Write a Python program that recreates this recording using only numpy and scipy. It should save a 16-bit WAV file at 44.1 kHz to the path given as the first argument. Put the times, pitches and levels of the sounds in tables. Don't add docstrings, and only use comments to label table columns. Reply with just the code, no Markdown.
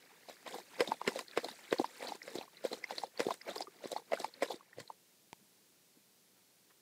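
import sys
import numpy as np
from scipy import signal
from scipy.fft import rfft, irfft, next_fast_len
from scipy.io import wavfile

SR = 44100
rng = np.random.default_rng(int(sys.argv[2]) if len(sys.argv) > 2 else 0)


def store_wav(level_fs):
    pcm = np.round(np.clip(np.atleast_2d(level_fs), -1, 1) * 32767)
    wavfile.write(sys.argv[1], SR, pcm.T.astype(np.int16))


N = 300497
TIME = np.arange(N) / SR
CUTOFF_HZ = 15600

# t/s, level/dB
AIR_COLOUR = [(18, -47.5), (30, -20), (80, -13.5), (148, -5), (192, -2), (230, -7.5), (299, -7), (410, -7),
              (505, -9.5), (709, -14), (787, -13.5), (1110, -16.5), (1360, -18), (1680, -17.5),
              (4780, -13.5), (15500, -17)]
AIR_LEVEL = [(0, -68.5), (.5, -66.5), (4.3, -68), (4.65, -71.5), (5.0, -68), (6.8, -68.5)]
# t/s, level/dB
DRIBBLE_LEVEL = [(0.0, -65.5), (0.25, -68.5), (0.5, -66), (0.63, -62), (2.26, -62.5), (2.34, -65),
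                 (2.69, -67.5), (2.78, -65.5), (3.27, -69), (3.35, -65), (4.22, -69), (4.34, -63.5),
                 (4.48, -71), (4.95, -78.5)]
# t/s, level/dB
RUSTLE_LEVEL = [(0, -80), (.55, -77), (.72, -68.5), (1.0, -70), (1.28, -75), (1.52, -64.5), (1.7, -68.5),
                (1.86, -69), (2.02, -60), (2.12, -68), (2.18, -78), (2.26, -66), (2.4, -68), (2.5, -85),
                (4.9, -87)]
# f/Hz, density/dB
SLOSH_COLOUR = [(130, -21), (200, -6.5), (310, -4.5), (450, 2.5), (620, -5), (900, -2), (1250, -16.5),
                (1800, -38)]
TRICKLE_COLOUR = [(800, -19), (1250, -4), (1700, 0), (2200, 0.5), (2900, -7.5), (3800, -33.5)]
SPRAY_COLOUR = [(2300, -21.5), (3200, -1.5), (4000, 4.5), (4900, -1.5), (6000, -6), (7500, -11),
                (10000, -13.5), (15000, -15)]
FOAM_COLOUR = [(5400, -5.5), (6400, -4.5), (7500, 0), (8700, -5), (10000, -9.5), (11500, -14.5),
               (15000, -16)]
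PING_COLOUR = [(3400, 0), (5200, -3)]
# rise/s, hold/s, fall/s, slosh/dB, trickle/dB, spray/dB, foam/dB
SLAP_SPLASH = (.019, 0.0143, .023, -48.5, -54, -55.5, -70)
PULL_SPLASH = (.013, 0.0127, .022, -48.5, -64.5, -53.5, -63.5)
SNAP_SPLASH = (.005, 0.0175, .017, -52, -67, -57, -79)
TONGUE_SWISH = (.016, 0.13, .018, -59, -65, -61.5, -68)
# t/s, pocket f/Hz, pocket/dB,
# pocket t60/s, smack/dB, treble/dB, thud/dB, first touch lead/s, touch/dB re slap, slosh/dB, spray/dB
SLAPS = [(0.2961, 600, -36.5, 0.0076, -50, -56, -59, .011, -2.5, -13, -2),
         (0.4755, 600, -36, .012, -38, -54, -57, .012, -3.5, -2.5, -0.5),
         (0.8056, 477, -19.5, 0.041, -20, -34.5, -42, .011, -13.5, 2.5, 0),
         (1.0765, 417, -18, 0.019, -19.5, -35, -25.5, .01, -21, 4.5, 4),
         (1.3741, 450, -20.5, 0.021, -22.5, -42.5, -34, .01, -20, -3, -1.5),
         (1.7261, 453, -15, .016, -24.5, -41.5, -31, .009, -20, -7, -1.5),
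         (2.0263, 570, -34, .018, -45, -59, -55, .02, -9, 2.5, 0),
         (2.2772, 575, -38, .035, -44, -61, -58, .01, -20, -5, -3.5),
         (2.6495, 515, -22, 0.025, -41.5, -45.5, -46, .009, -11.5, -4.5, 1),
         (2.907, 810, -28.5, .011, -36.5, -47, -54, .01, -19, -1.5, 1),
         (3.2024, 474, -19, 0.014, -25.5, -37, -43, .008, -6, 0.5, 2.5),
         (3.4877, 564, -34.5, 0.055, -39, -56, -37, .01, -5, 3, 0.5),
         (3.8383, 577, -36.5, 0.052, -43.5, -58, -43.5, .01, -20, -6.5, -4),
         (4.1325, 587, -20.5, 0.03, -30, -55, -56, .013, -4, 2.5, -1),
         (4.4294, 503, -20, .018, -27, -41, -39, .007, -1.5, -1.5, -0.5),
         (4.7834, 524, -35.5, .015, -52, -60, -58, .01, -14, -11, -9.5)]
# t/s, pocket f/Hz, pocket/dB, ping/dB, smack/dB, treble/dB, thud/dB, slosh/dB, spray/dB
PULLS = [(0.5415, 756, -35, -46, -52, -51, -40.5, -2, 0), (0.8745, 633, -33.5, -33.5, -50, -45, -38, 1, -2),
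         (1.158, 567, -27.5, -46, -48, -52, -50, -1.5, -5), (1.4442, 684, -30, -34, -45, -46, -45, 0, -2),
         (1.797, 350, -20, -43, -51, -43, -26, -2, -2), (2.0836, 540, -42, -40, -46, -52, -49, 1.5, 1),
         (2.354, 360, -28, -43, -43, -44.5, -47, 0.5, 1),
         (2.7295, 480, -31.5, -33.5, -38.5, -47, -50, 1.5, 2), (2.981, 610, -38, -29, -41, -44, -42, 0, -2),
         (3.266, 405, -19.5, -42, -48, -48, -39, -1, -5), (3.559, 820, -34.5, -44, -44, -39, -58, -3, -4),
         (3.9165, 620, -31.5, -40.5, -53, -38.5, -54, -3, -3),
         (4.1995, 668, -33, -39, -50, -41, -37, -1.5, 0),
         (4.5053, 764, -30, -42.5, -54, -52, -48, 1.5, 0.5),
         (4.8005, 450, -50, -52, -40.5, -44, -52, -10, -12)]
# t/s, f/Hz, plop/dB, smack/dB, treble/dB, splash/dB
JAW_SNAPS = [(0.5845, 754, -38, -51, -56, -3), (0.918, 914, -19.5, -36, -51, 2),
             (1.1901, 1040, -31.5, -32, -37, 1), (1.4855, 855, -37.5, -41, -45, 3.5),
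             (1.843, 946, -23.5, -39, -52, -1), (2.1199, 824, -28.5, -52, -62, -3),
             (2.4106, 800, -36.5, -49, -58, -2.5), (3.0351, 818, -24.5, -48.5, -60, 0.5),
             (3.3062, 1030, -26, -35, -44, 5.5), (3.6057, 763, -28.5, -46, -43.5, -1.5),
             (3.9627, 840, -23, -43, -60, 2), (4.2439, 873, -23.5, -36, -44, 0),
             (4.9007, 917, -33.5, -57, -66, -15)]
# t/s, f/Hz, level/dB, t60/s
SMALL_BUBBLES = [(0.5237, 3870, -42.5, .011), (0.8204, 550, -30, 0.052), (0.8878, 228, -33, 0.037),
                 (1.0144, 985, -25, .0054), (1.2812, 4740, -41.5, .008), (1.3109, 4380, -45, .014),
                 (1.709, 3900, -39, .015), (1.7839, 4420, -34, .015), (1.7964, 790, -23, 0.02),
                 (2.0704, 3940, -34.5, .013), (2.2175, 2000, -37, 0.0064), (2.228, 5200, -44.5, 0.016),
                 (2.3824, 3980, -39, .036), (2.385, 435, -29, .007), (2.4103, 2730, -46, .018),
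                 (2.4784, 1100, -50, .018), (2.5693, 3970, -46.5, .015), (2.715, 467, -31.5, 0.014),
                 (2.8387, 5220, -41, .023), (2.8404, 2090, -27, .012), (3.1752, 4400, -37, .004),
                 (3.2861, 765, -26.5, .007), (3.3157, 674, -29, .011), (3.4124, 2060, -41.5, .012),
                 (3.4156, 5130, -42, .01), (3.5797, 5000, -34, .007), (3.6207, 4720, -34.5, 0.025),
                 (3.6704, 1200, -43, 0.032), (3.6788, 390, -44, .038), (3.8555, 398, -29.5, .009),
                 (3.9279, 550, -28.5, 0.011), (4.1725, 1530, -38.5, .019), (4.3382, 4430, -44, .015),
                 (4.5412, 350, -35.5, .013), (4.6075, 1130, -48.5, .022), (4.7296, 1840, -46.5, .02),
                 (4.876, 4180, -47, .018)]
# f/Hz, width/Hz, gain/dB
HOLLOW_MODES = [(450, 160, 5.5), (1052, 127, 6), (1487, 320, 1.5), (2000, 272, 6.5), (2600, 720, -3),
                (3400, 1100, -6), (5200, 390, -4)]
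# t/s, f/Hz, width/Hz, level/dB, half-length/s
SCUFFS = [(4.798, 135, 60, -55, 0.027), (5.433, 195, 60, -66, 0.02), (5.974, 272, 220, -67, 0.013),
          (6.382, 1190, 1400, -75, .02), (6.71, 1480, 1403, -66, 0.011)]
# f/Hz, gain/dB, t60/s
TICKS = [(5.33, -35.5)]
TICK_MODES = [(192, -30, 0.037), (407, -8, 0.012), (935, -1, 0.013), (2375, -4, 0.0058), (3330, -5, 0.0028)]


def from_db(db):
    return 10 ** (np.asarray(db) / 20)


def rms_one(x):
    return x / np.sqrt(np.mean(x ** 2) + 1e-20)


def fader(curve):
    return from_db(np.interp(TIME, *np.transpose(curve)))


def add(out, s, sound):
    i = max(int(s * SR), 0)
    out[i:i + len(sound)] += sound[:N - i]


def band(x, low_hz, high_hz):
    return signal.sosfilt(signal.butter(2, [low_hz, high_hz], "band", fs=SR, output="sos"), x + 1e-18)


def low_cut(x, hz):
    return signal.sosfilt(signal.butter(2, hz, "high", fs=SR, output="sos"), x)


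def wobble(size, rate_hz):
    smoothing = signal.butter(2, rate_hz, fs=SR, output="sos")
    return rms_one(signal.sosfilt(smoothing, rng.standard_normal(size)))


def gain_at(colour, hz):
    points, db = np.transpose(colour)
    return from_db(np.interp(np.log(hz + 1), np.log(points), db))


def noise(colour):
    size = next_fast_len(N)
    hz = np.arange(size // 2 + 1) * SR / size
    skirts = np.minimum(hz / colour[0][0], 1) ** 2 * np.minimum(colour[-1][0] / (hz + 1), 1) ** 2
    white = rfft(rng.standard_normal(size))
    return rms_one(irfft(white * gain_at(colour, hz) * skirts, size)[:N])


def air():
    return fader(AIR_LEVEL) * noise(AIR_COLOUR)


def dribble(lull_after_s=.068, lull_s=.132, lull_db=-9):
    lull = np.zeros(N)
    for s, *_ in JAW_SNAPS:
        add(lull, s + lull_after_s - lull_s / 2, np.hanning(int(lull_s * SR)))
    ending = np.interp(TIME, [4.85, 4.97], [1, 0])
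    return fader(DRIBBLE_LEVEL) * from_db(lull_db * lull) * ending


def droplets(colour, per_s, cycles, spread_db, rise=.054, pitches=400):
    when, chance, pitch, size = rng.random((24000, 4)).T
    born = chance < per_s * TIME[-1] / len(chance)
    low_hz, high_hz = colour[0][0], min(colour[-1][0], CUTOFF_HZ)
    hz = np.geomspace(low_hz, high_hz, pitches)[:, None]
    t = TIME[:int(np.clip(cycles * SR / np.sqrt(low_hz * high_hz), 50, 1200))]
    age = t * hz / cycles
    envelope = (1 - np.exp(-t * hz)) * from_db(-60 * age)
    turns = hz * t * (1 + rise * np.minimum(age, 1)) + rng.random((pitches, 1))
    rings = hz * gain_at(colour, hz) * envelope * np.sin(2 * np.pi * turns)
    heights = from_db(spread_db * np.minimum(-np.log(1 - size[born]), 3))
    starts, kinds = (when[born] * N).astype(int), (pitch[born] * pitches).astype(int)
    out = np.zeros(N + len(t))
    for i, kind, height in zip(starts, kinds, heights):
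        out[i:i + len(t)] += height * rings[kind]
    return rms_one(out[:N])


def churn(colour, per_s, cycles, spread_db, wash_db):
    return rms_one(droplets(colour, per_s, cycles, spread_db) + from_db(wash_db) * noise(colour))


def splash(shape, beats):
    rise_s, hold_s, fall_s, *layers_db = shape
    power, t = np.zeros((4, N)), TIME[:SR // 2] - .15
    swell = np.exp(np.minimum(t, 0) / rise_s - np.maximum(t - hold_s, 0) / fall_s)
    for s, *_, slosh_db, spray_db in beats:
        trims_db = (slosh_db, (slosh_db + spray_db) / 2, spray_db, spray_db)
        for layer, base_db, trim_db in zip(power, layers_db, trims_db):
            add(layer, s + t[0], (from_db(base_db + trim_db) * swell) ** 2)
    return power


def splatter(ping_db=-10, clump_db=1.5, clump_hz=45):
    power = (splash(SLAP_SPLASH, SLAPS)
             + splash(TONGUE_SWISH, SLAPS[1:-1])
             + splash(PULL_SPLASH, PULLS)
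             + splash(SNAP_SPLASH, [(s, db, db) for s, *_, db in JAW_SNAPS]))
    between = np.outer(from_db([-2.5, -1, -7, -np.inf]), dribble())
    rustle = np.outer(from_db([-3, 1.5, 0, -1.5]), fader(RUSTLE_LEVEL))
    clumps = np.array([rms_one(from_db(clump_db * wobble(N, clump_hz))) for _ in power])
    slosh, trickle, spray, foam = clumps * np.sqrt(power + between ** 2 + rustle ** 2)
    pings = from_db(ping_db) * droplets(PING_COLOUR, per_s=70, cycles=55, spread_db=3)
    return (slosh * churn(SLOSH_COLOUR, per_s=450, cycles=15.5, spread_db=4, wash_db=-11)
            + trickle * churn(TRICKLE_COLOUR, per_s=900, cycles=35, spread_db=4.5, wash_db=-3.5)
            + spray * (churn(SPRAY_COLOUR, per_s=1500, cycles=45, spread_db=6, wash_db=-5.5) + pings)
            + foam * churn(FOAM_COLOUR, per_s=1500, cycles=14, spread_db=5, wash_db=-2))


def air_pockets():
    rows = list(SMALL_BUBBLES)
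    for s, hz, db, t60, _, _, _, early_s, touch_db, _, _ in SLAPS:
        rows += [(s - early_s, hz * 1.15, db + touch_db, t60),
                 (s, hz, db, t60),
                 (s + .013, hz * 1.14, db - 17.5, .042)]
    for s, hz, db, ping_db, *_ in PULLS:
        rows += [(s, hz, db, .016),
                 (s, 4037 * rng.uniform(.94, 1.05), ping_db, .019),
                 (s + .017, 480 * rng.uniform(.85, 1.16), db - 8.5, .0093)]
    return rows + [(s, hz, db, .016) for s, hz, db, *_ in JAW_SNAPS]


def plops(swell_s=.0021, rise=.044, glide_s=.0092, lead_db=-20, lead_s=.00495,
          thump_db=-18, thump_t60=.032, shake=.086):
    rings, nudges = np.zeros(N), np.zeros(N)
    t = TIME[:SR // 10] - .02
    since = np.maximum(t, 0)
    swell = np.sin(np.pi / 2 * np.minimum(since / swell_s, 1)) ** 2
    lead = from_db(lead_db) * np.exp(np.minimum(t, 0) / lead_s) * (1 - swell)
    for s, hz, db, t60 in air_pockets():
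        decay = from_db(-60 * np.maximum(t - swell_s, 0) / t60)
        shaken = shake * min(hz / 4000, 1) * wobble(len(t), rate_hz=550)
        pitch = hz * (1 + rise * (np.tanh(since / glide_s) - .5) + shaken)
        turns = np.cumsum(pitch) / SR
        turns -= np.interp(0, t, turns)
        add(rings, s + t[0], from_db(db) * (lead + swell * decay) * np.sin(2 * np.pi * turns))
        nudge = swell * from_db(-60 * since / thump_t60) * wobble(len(t), rate_hz=900)
        add(nudges, s + t[0], from_db(db) * min(1, 700 / hz) * nudge)
    return rings + from_db(thump_db) * band(nudges, 175, 700)


def water_films(drip_s=.002, slap_s=.0036, pull_s=.0029, snap_s=.0031):
    rows = [(s, db - 15.5, db - 29, -np.inf, drip_s) for s, _, db, _ in SMALL_BUBBLES]
    for s, _, _, _, smack, treble, thud, early_s, touch_db, _, _ in SLAPS:
        rows += [(s - early_s, smack + touch_db, treble + touch_db, thud + touch_db, slap_s),
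                 (s, smack, treble, thud, slap_s)]
    for s, *_, spray_db in SLAPS:
        delays_s = .14 * rng.random(2)
        levels_db = spray_db - 50 + rng.normal(0, 3.3, 2)
        rows += [(s + late_s, db, db, -np.inf, drip_s) for late_s, db in zip(delays_s, levels_db)]
    rows += [(s, smack, treble, thud, pull_s) for s, _, _, _, smack, treble, thud, _, _ in PULLS]
    return rows + [(s, smack, treble, smack - 12.5, snap_s) for s, _, _, smack, treble, _ in JAW_SNAPS]


def tearing(films, levels_db, lead_db, lead_s, tail_db, tail_s, stretch, rise_s=.00029):
    power, t = np.zeros(N), TIME[:SR // 8] - .03
    before, after = np.minimum(t, 0), np.maximum(t, 0)
    squelch = from_db(lead_db) * np.exp(before / lead_s) * (t < 0)
    patter = from_db(tail_db) * np.exp(-after / tail_s) * (t >= 0)
    for (s, *_, decay_s), db in zip(films, levels_db):
        tear = np.exp(before / rise_s - after / (decay_s * stretch))
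        add(power, s + t[0], (from_db(db) * (squelch + tear + patter)) ** 2)
    return np.sqrt(power)


def crackle(share=.3):
    return rms_one(rng.standard_normal(N) * (rng.random(N) < share))


def resonance(x, hz, width_hz):
    r = np.exp(-np.pi * width_hz / SR)
    feedback = [1, -2 * r * np.cos(2 * np.pi * hz / SR), r * r]
    return signal.lfilter(np.array([1, 0, -1]) * (1 - r * r) / 2, feedback, x + 1e-18)


def smacks(hollow_db=3, foam_db=-5, bag_db=17, crisp_db=11.5, crisp_share=.504):
    films = water_films()
    _, smack_db, treble_db, thud_db, _ = np.transpose(films)
    tear = tearing(films, smack_db, lead_db=-12.5, lead_s=.0057, tail_db=-13, tail_s=.011, stretch=.99)
    tear *= crackle()
    upper_db = smack_db + crisp_share * (treble_db + crisp_db - smack_db)
    crisp = tearing(films, upper_db, lead_db=-11, lead_s=.0068, tail_db=-12.5, tail_s=.015, stretch=.96)
    crisp *= crackle()
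    hollow = sum((-1) ** k * from_db(db) * resonance(tear if hz < 3000 else crisp, hz, width_hz)
                 for k, (hz, width_hz, db) in enumerate(HOLLOW_MODES))
    foam = tearing(films, treble_db, lead_db=-15.5, lead_s=.0046, tail_db=-15, tail_s=.037, stretch=.87)
    foam *= droplets(FOAM_COLOUR, per_s=2600, cycles=48, spread_db=1.5)
    thud = tearing(films, thud_db, lead_db=-13, lead_s=.0071, tail_db=-28, tail_s=.018, stretch=1.3)
    bag = band(thud * crackle(), 235, 390)
    return from_db(hollow_db) * hollow + from_db(foam_db) * foam + from_db(bag_db) * bag


def ground_scatter(direct, wet_db=-24, decay_s=.00595, gap_s=.003):
    t = TIME[:SR // 6]
    echoes = band(rng.standard_normal(len(t)), 150, 5000) * np.exp(-t / decay_s) * (t > gap_s)
    echoes /= np.sqrt(np.sum(echoes ** 2))
    return direct + from_db(wet_db) * signal.fftconvolve(direct, echoes)[:N]


def scuffs():
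    out = np.zeros(N)
    for s, hz, width_hz, db, half_s in SCUFFS:
        rub = rms_one(band(rng.standard_normal(N), hz - width_hz / 2, hz + width_hz / 2))
        out += from_db(db) * rub * np.exp(-((TIME - s) / half_s) ** 2)
    return out


def ring(clicks, hz, t60):
    r, w = from_db(-60 / (t60 * SR)), 2 * np.pi * hz / SR
    return signal.lfilter([0, np.sin(w)], [1, -2 * r * np.cos(w), r * r], clicks + 1e-18)


def tick(crack_db=12):
    click = np.zeros(N)
    for s, db in TICKS:
        add(click, s, from_db([db]))
    crack = from_db(crack_db) * band(click, 530, 7600)
    return crack + sum(from_db(db) * ring(click, hz, t60) for hz, db, t60 in TICK_MODES)


def scene(radiation_hz=135):
    water = low_cut(plops() + smacks() + splatter(), radiation_hz)
    return (air() + ground_scatter(water) + scuffs() + tick())[None]


def record(dry, bass_cut_hz=110):
    top_cut = signal.ellip(10, .1, 70, CUTOFF_HZ, fs=SR, output="sos")
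    return signal.sosfilt(top_cut, low_cut(dry, bass_cut_hz))


dry = scene()
out = record(dry)
store_wav(out)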